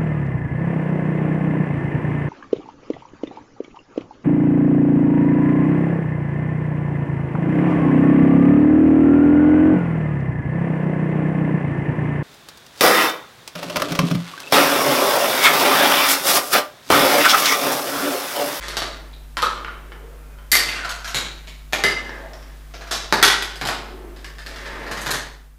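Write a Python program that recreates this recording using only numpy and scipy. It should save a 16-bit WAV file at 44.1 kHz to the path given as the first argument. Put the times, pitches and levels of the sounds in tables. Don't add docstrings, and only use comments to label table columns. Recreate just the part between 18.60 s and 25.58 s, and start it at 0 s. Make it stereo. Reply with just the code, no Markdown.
import sys
import numpy as np
from scipy import signal
from scipy.fft import irfft
from scipy.io import wavfile

SR = 44100
rng = np.random.default_rng(int(sys.argv[2]) if len(sys.argv) > 2 else 0)


def unload_wav(signal):
    wavfile.write(
        sys.argv[1],
        SR,
        np.round(np.clip(np.atleast_2d(signal).T, -1, 1) * 32767).astype(np.int16),
    )


N = 307818
TIME = np.arange(N) / SR

# [t/s, strength level/dB, hardness as treble tilt/dB per octave]
BLOWS = [ (0.0832, 8, 2.1), (.169, 19.5, 0.74), (0.2197, 17, -2.5), (0.531, -20, -2), (0.7698, 16, -0.7),
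         (0.8215, 9.5, 3), (.827, 22.5, -4.5), (1.047, 14, -9), (1.082, 12.5, -13.5), (1.3195, 6.5, -9.5),
         (1.786, -3, -9), (1.917, 4, 10), (1.92, 11, 8.5), (1.9297, 18.5, 1.5), (1.953, 19.5, 3),
         (2.089, 8.5, 0.5), (2.1623, 13.5, -7), (2.2476, 16.5, -4.5), (2.2927, 11, 1), (2.445, 9, -0.5),
         (2.477, 10.5, 0.5), (2.5454, 21.5, 1.2), (2.571, 12.5, 1), (2.873, 5.5, -1), (3.1253, 9, 0.5),
         (3.1324, 25, -1), (3.238, 19, 2), (3.244, 20.5, -6), (3.4932, 5.5, -8), (3.734, -4, -1.5),
         (3.8275, -9.5, -3), (4.1387, 4.5, -2.5), (4.2097, 6.5, -4.5), (4.2719, 2, -2.5), (4.3107, 17, 1.5),
         (4.329, 13, 1), (4.525, 29, -1.8), (4.6275, 32, 2), (4.641, 25, -0.5), (4.679, 22, -0.5),
         (4.824, 12, 2), (4.9575, 2.5, 2), (5.013, 20, -2.5), (5.053, 18.5, -1), (5.073, 15, 2),
         (5.088, 22, -4.5), (5.563, -2, -1), (5.6445, 5, 0), (5.7842, 3, -0.5), (5.863, 5, 1),
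         (5.96, 7, -1.5), (6.058, 6.5, -2), (6.158, 10, -10), (6.2665, 8, -3), (6.313, 15.5, -0.3),
         (6.372, 13.5, -0.5), (6.411, -6, 8.5), (6.462, 17.5, 0.5), (6.488, 20, -11), (6.507, 10, 6.5),
         (6.538, 17, 1), ]
# [from t/s, direct sound level/dB, thud of the board level/dB, ring level/dB, modes [f/Hz, width f/Hz, level/dB]]
PIECES = [ (0, 2.5, -1, 4.2, [(647, 110, -1.5), (1206, 100, -4), (440, 60, -18), (3750, 230, -6),
          (4400, 410, -6.5)]), (0.5, -3, -13, 27.7, [(3950, 400, 3)]),
          (0.7, 1, -3, 20.2, [(1053, 127, -6.5), (1220, 114, -6), (560, 150, -15), (3170, 890, -21.5)]),
          (1.0, 4.5, -6, 10.7, [(1440, 160, -12), (3100, 140, 0.5)]), (1.8, 3, -3, 14.6, [(2058, 28, 6),
          (1920, 230, -5), (4620, 92, -5), (13600, 1850, -10)]), (2.15, -3.5, -10, 9.1, [(694, 25, 5.5),
          (1410, 210, -4), (1590, 32, -10), (6300, 3000, -7)]), (2.5, -3, -2, 5.9, [(98.4, 42, 0.5),
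          (2240, 150, -5), (3900, 100, -1), (6870, 210, -1)]), (3.0, 2.5, 2.5, 6.3, [(793, 14, 7),
          (1820, 53, -1), (2350, 64, -7), (6430, 98, 0)]), (3.2, 3, 2.5, 24.5, [(240, 75, -16.5),
          (407.4, 12, -11), (2070, 35, 1.5), (2870, 34, -13), (1765, 95, -9), (4830, 60, -10)]),
          (3.45, 3.5, 2, 14.7, [(1800, 210, -9), (3060, 62, -9), (5420, 450, 0.5)]),
          (4.0, -5.5, 0, 4, [(666, 14, 5.5), (1720, 120, -6), (3900, 150, -3.5), (5670, 1540, 1.5),
          (8000, 1330, -16)]), (4.5, 3, 3, 1.6, [(125, 37, -5.5), (899, 130, 3), (1690, 110, -8),
          (3770, 170, -7.5)]), (4.61, 3, -4.5, 8.6, [(406, 16, -0.5), (1490, 92, -6), (1910, 400, -12.5),
          (3470, 370, -6.5), (4800, 98, -16.5)]), (4.95, 0, 0.5, 1.3, [(114, 90, 2.5), (736, 110, -1.5),
          (1730, 17, -2), (5010, 110, 4)]), (5.5, -2.5, -5.5, 2.2, [(1760, 240, 3), (5020, 340, 0),
          (7430, 1300, -20)]), (6.3, -4.5, -1.5, 12.2, [(117, 51, -2), (1734, 240, -6), (6340, 57, -10)]), ]
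# [f/Hz, level/dB]
CONTACT_SPECTRUM = [(1400, -1), (4200, -5), (10500, -19)]
# [start t/s, end t/s, rumble of the tiles level/dB, rattle in the groove level/dB, level change/dB per s]
RUNS = [ (0, .16, -30, -12.5, -37), (0.142, .75, -27, -48, -24.5), (0.826, 1.9, -26, -52, -10.5),
        (1.981, 2.154, -32, -12, -18), (2.536, 3.1, -34.5, -33, -28), (3.26, 3.8, -19.5, -26, -22),
        (3.792, 4.5, -43, -41, 7.5), (5.06, 5.85, -23.5, -43, -15.5), (5.838, 6.05, -25.5, -22.5, -11),
        (6.035, 6.485, -21, -32, 8), ]
# [f/Hz, level/dB]
RUMBLE_SPECTRUM = [(60, -11), (120, -5.5), (200, 2), (350, 0), (700, -2), (1200, -7), (3000, -19),
                   (16000, -64.5)]
# [f/Hz, level/dB]
RATTLE_SPECTRUM = [(100, -21), (500, -6), (900, -10.5), (1400, -6.5), (1850, -5), (2400, -12), (3200, -12),
                   (5000, -17.5), (8000, -24.5), (16000, -45)]
# [start t/s, end t/s, first f/Hz, last f/Hz, width f/Hz, level/dB]
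SINGS = [ (1.2, 1.645, 362, 513, 53.7, -23), (1.326, 1.955, 1260, 1430, 120, -38),
         (1.492, 1.897, 2450, 2440, 100, -42), (2.045, 2.153, 2920, 2180, 300, -12),
         (2.154, 2.3, 1585, 1344, 70, -6.5), (2.45, 2.543, 1340, 1490, 140, -17),
         (3.387, 3.64, 1750, 1680, 130, -16.5), (3.406, 3.784, 527, 684, 187, -20.5),
         (4.19, 4.308, 1805, 1107, 200, -24.5), (5.094, 5.703, 400, 313, 69.7, -19),
         (5.2, 5.554, 750, 567, 109, -27), (6.066, 6.47, 500, 705, 480, -23),
         (5.846, 6.396, 1800, 1660, 271, -23), ]
# [f/Hz, level/dB]
BOARD_SPECTRUM = [(30, -27), (105, -14.5), (133, -1), (160, -8), (250, -4), (400, -1.5), (500, -4),
                  (1000, -0.5), (1500, 0.5), (2300, -0.5), (3200, 0.5), (4000, 1.5), (7000, 0.5), (9000, 0),
                  (12200, 1.5), (15500, -15.5)]
# [f/Hz, t/s]
ROOM_DECAY = [(150, 0.58), (400, 0.75), (1000, 0.62), (2800, 0.61), (7000, 0.49), (14000, 0.24)]
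# [f/Hz, level/dB]
STEREO_WIDTH = [(100, -21.5), (300, -34.5), (700, -18), (1400, -17.5), (2200, -15), (2800, -13), (5500, -6),
                (10000, -1), (15000, -4)]
# [f/Hz, rms level/dB]
HUM_TONES = [(25, -57), (50, -38), (150, -53.5), (250, -64)]
# [f/Hz, level/dB]
HISS_MID = [(20, -25), (60, -33.5), (120, -35.5), (400, -48), (1400, -47.5), (4000, -55), (10000, -55.5),
            (16000, -55.5)]
# [f/Hz, level/dB]
HISS_SIDE = [(20, -32), (60, -41.5), (120, -48.5), (300, -48), (700, -52), (2200, -79), (4500, -54.5),
             (10000, -58), (12500, -54), (14500, -62)]
# [t/s, level/dB]
FADE = [(6.55, -0.5), (6.75, -3.5), (6.98, -8)]

BEND_HZ = 408
RUN_ATTACK_S, RUN_RELEASE_S = 0.023, 0.089
SCATTER_S = 0.015
HUM_SIDE_DB = -21
WHINE_HZ, WHINE_DB, WHINE_SIDE_DB = 12187, -79.5, -77
EDGE_HZ = 15500


def blows(level_db=-1.86):
    out = np.zeros((2, N))
    for start, strength_db, hardness_db in BLOWS:
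        piece_number = sum(piece[0] <= start for piece in PIECES[1:])
        _, direct_db, thud_db, ring_db, modes = PIECES[piece_number]
        sound = clack(strength_db, hardness_db, thud_db, ring_db, modes)
        in_room = signal.fftconvolve(sound[None], room(direct_db), axes=1)
        add(out, start, in_room)
    return amp(level_db) * out


def clack(strength_db, hardness_db, thud_db, ring_db, modes, shell=0.69, shell_s=0.009, bend_s=0.001264, size=8192):
    shake = rng.standard_normal(size) * np.exp(-np.arange(size) / SR / shell_s)
    shake /= np.linalg.norm(shake)
    delay = bend_s / np.sqrt(1 + np.fft.rfftfreq(size, 1 / SR) / BEND_HZ)
    phase = -2 * np.pi * np.cumsum(delay) * SR / size
    click = irfft(np.exp(1j * phase))
    push = click + shell * shake
    push /= np.linalg.norm(push)
    push = amp(strength_db) * colour(push, contact(hardness_db, thud_db))
    ring = sum(amp(ring_db + db) * resonate(push, hz, width) for hz, width, db in modes)
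    return push + ring


def contact(hardness_db, thud_db, thud_hz=400):
    knee_hz = CONTACT_SPECTRUM[0][0]
    treble = [(hz, db + hardness_db * np.log2(hz / knee_hz)) for hz, db in CONTACT_SPECTRUM]
    return [(thud_hz, thud_db)] + treble


def rolling():
    on_tiles, in_groove = np.zeros((2, N))
    for start, end, rumble_db, rattle_db, db_per_s in RUNS:
        loudness = pace(start, end, db_per_s)
        on_tiles += amp(rumble_db) * loudness
        in_groove += amp(rattle_db) * loudness
    rumble = colour(bumps(per_s=4000, spread_db=2.0) * on_tiles, RUMBLE_SPECTRUM)
    rattle = colour(bumps(per_s=220, spread_db=1.5) * in_groove, RATTLE_SPECTRUM)
    track = rumble + rattle + singing()
    return signal.fftconvolve(track[None], room(), axes=1)[:, :N]


def pace(start, end, db_per_s):
    rise = np.clip((TIME - start) / RUN_ATTACK_S, 0, 1)
    change = amp(db_per_s * (np.clip(TIME, start, end) - start))
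    release = np.exp(-np.maximum(TIME - end, 0) / RUN_RELEASE_S)
    return rise * change * release


def bumps(per_s, spread_db):
    size = amp(spread_db * np.minimum(rng.exponential(1, N), 4))
    direction = rng.choice([-1, 1], N)
    hit = rng.random(N) < per_s / SR
    train = size * direction * hit
    return train / np.std(train)


def singing():
    out = np.zeros((1, N))
    drive = bumps(per_s=1200, spread_db=-2.5)
    for start, end, first_hz, last_hz, width, db in SINGS:
        part = drive[round(start * SR):round(end * SR)]
        hz = np.linspace(first_hz, last_hz, len(part))
        tone = resonate(resonate(part, hz, 2 * width), hz, 2 * width)
        swell = signal.windows.tukey(len(part), 0.8)
        add(out, start, amp(db) * (tone * swell)[None])
    return out[0]


def room(direct_db=0, wall=0.17, wall_s=0.0058, early=0.33, late=0.78, build_s=0.0025):
    t = np.arange(SR) / SR
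    echoes = rng.standard_normal((2, 2, SR))
    present = rng.random((2, 2, SR)) < np.reshape([0.1, 0.03], (2, 1, 1))
    taps, scatter = echoes * present
    hz, at, bands = signal.stft(taps, SR, nperseg=256)
    t60 = read(ROOM_DECAY, hz)[:, None]
    bands = bands * amp(-60 * at / t60) / np.sqrt(t60)
    tail = signal.istft(bands, SR, nperseg=256)[1][:, :SR]
    tail *= 1 - np.exp(-t / build_s)
    scatter *= np.exp(-t / SCATTER_S)
    out = late * tail / np.linalg.norm(tail[0]) + early * scatter / np.linalg.norm(scatter[0])
    out[0, 0] += 0.4 * amp(direct_db)
    out[:, round(wall_s * SR)] += wall
    return out


def background():
    hum = np.zeros(N)
    for hz, db in HUM_TONES:
        hum += amp(db) * np.sqrt(2) * np.sin(2 * np.pi * (hz * TIME + rng.random()))
    whine = np.sqrt(2) * np.exp(2j * np.pi * WHINE_HZ * TIME)
    mid = colour(rng.standard_normal(N), HISS_MID) + hum + amp(WHINE_DB) * whine.real
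    side = colour(rng.standard_normal(N), HISS_SIDE) - amp(HUM_SIDE_DB) * hum + amp(WHINE_SIDE_DB) * whine.imag
    return np.array([mid, side])


def amp(db):
    return 10 ** (np.asarray(db) / 20)


def read(points, hz):
    f, value = np.transpose(points)
    return np.interp(np.log(hz + 1), np.log(f + 1), value)


def colour(x, points, size=4096):
    log_gain = np.log(amp(read(points, abs(np.fft.fftfreq(size, 1 / SR)))))
    taps = np.fft.ifft(np.exp(np.conj(signal.hilbert(log_gain)))).real
    return signal.oaconvolve(x, taps[:size // 2])[:len(x)]


def resonate(x, hz, width):
    turn = np.exp(2j * np.pi * np.cumsum(hz * np.ones(len(x))) / SR)
    r = np.exp(-np.pi * width / SR)
    smooth = signal.lfilter([1 - r], [1, -r], x / turn)
    return 2 * (turn * smooth).real


def add(mix, start, sound):
    part = mix[:, max(round(start * SR), 0):][:, :sound.shape[1]]
    part += sound[:, :part.shape[1]]


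def scene():
    mid, side = (colour(part, BOARD_SPECTRUM) for part in blows() + rolling())
    mid, side = np.array([mid, colour(side, STEREO_WIDTH)]) + background()
    return np.array([mid + side, mid - side])


def record(dry):
    overloaded = np.clip(dry, -1, 1)
    faded = overloaded * amp(np.interp(TIME, *np.transpose(FADE)))
    low_pass = signal.firwin(255, EDGE_HZ, window=("kaiser", 9), fs=SR)
    return signal.oaconvolve(faded, low_pass[None], "same")


dry = scene()
out = record(dry)
unload_wav(out)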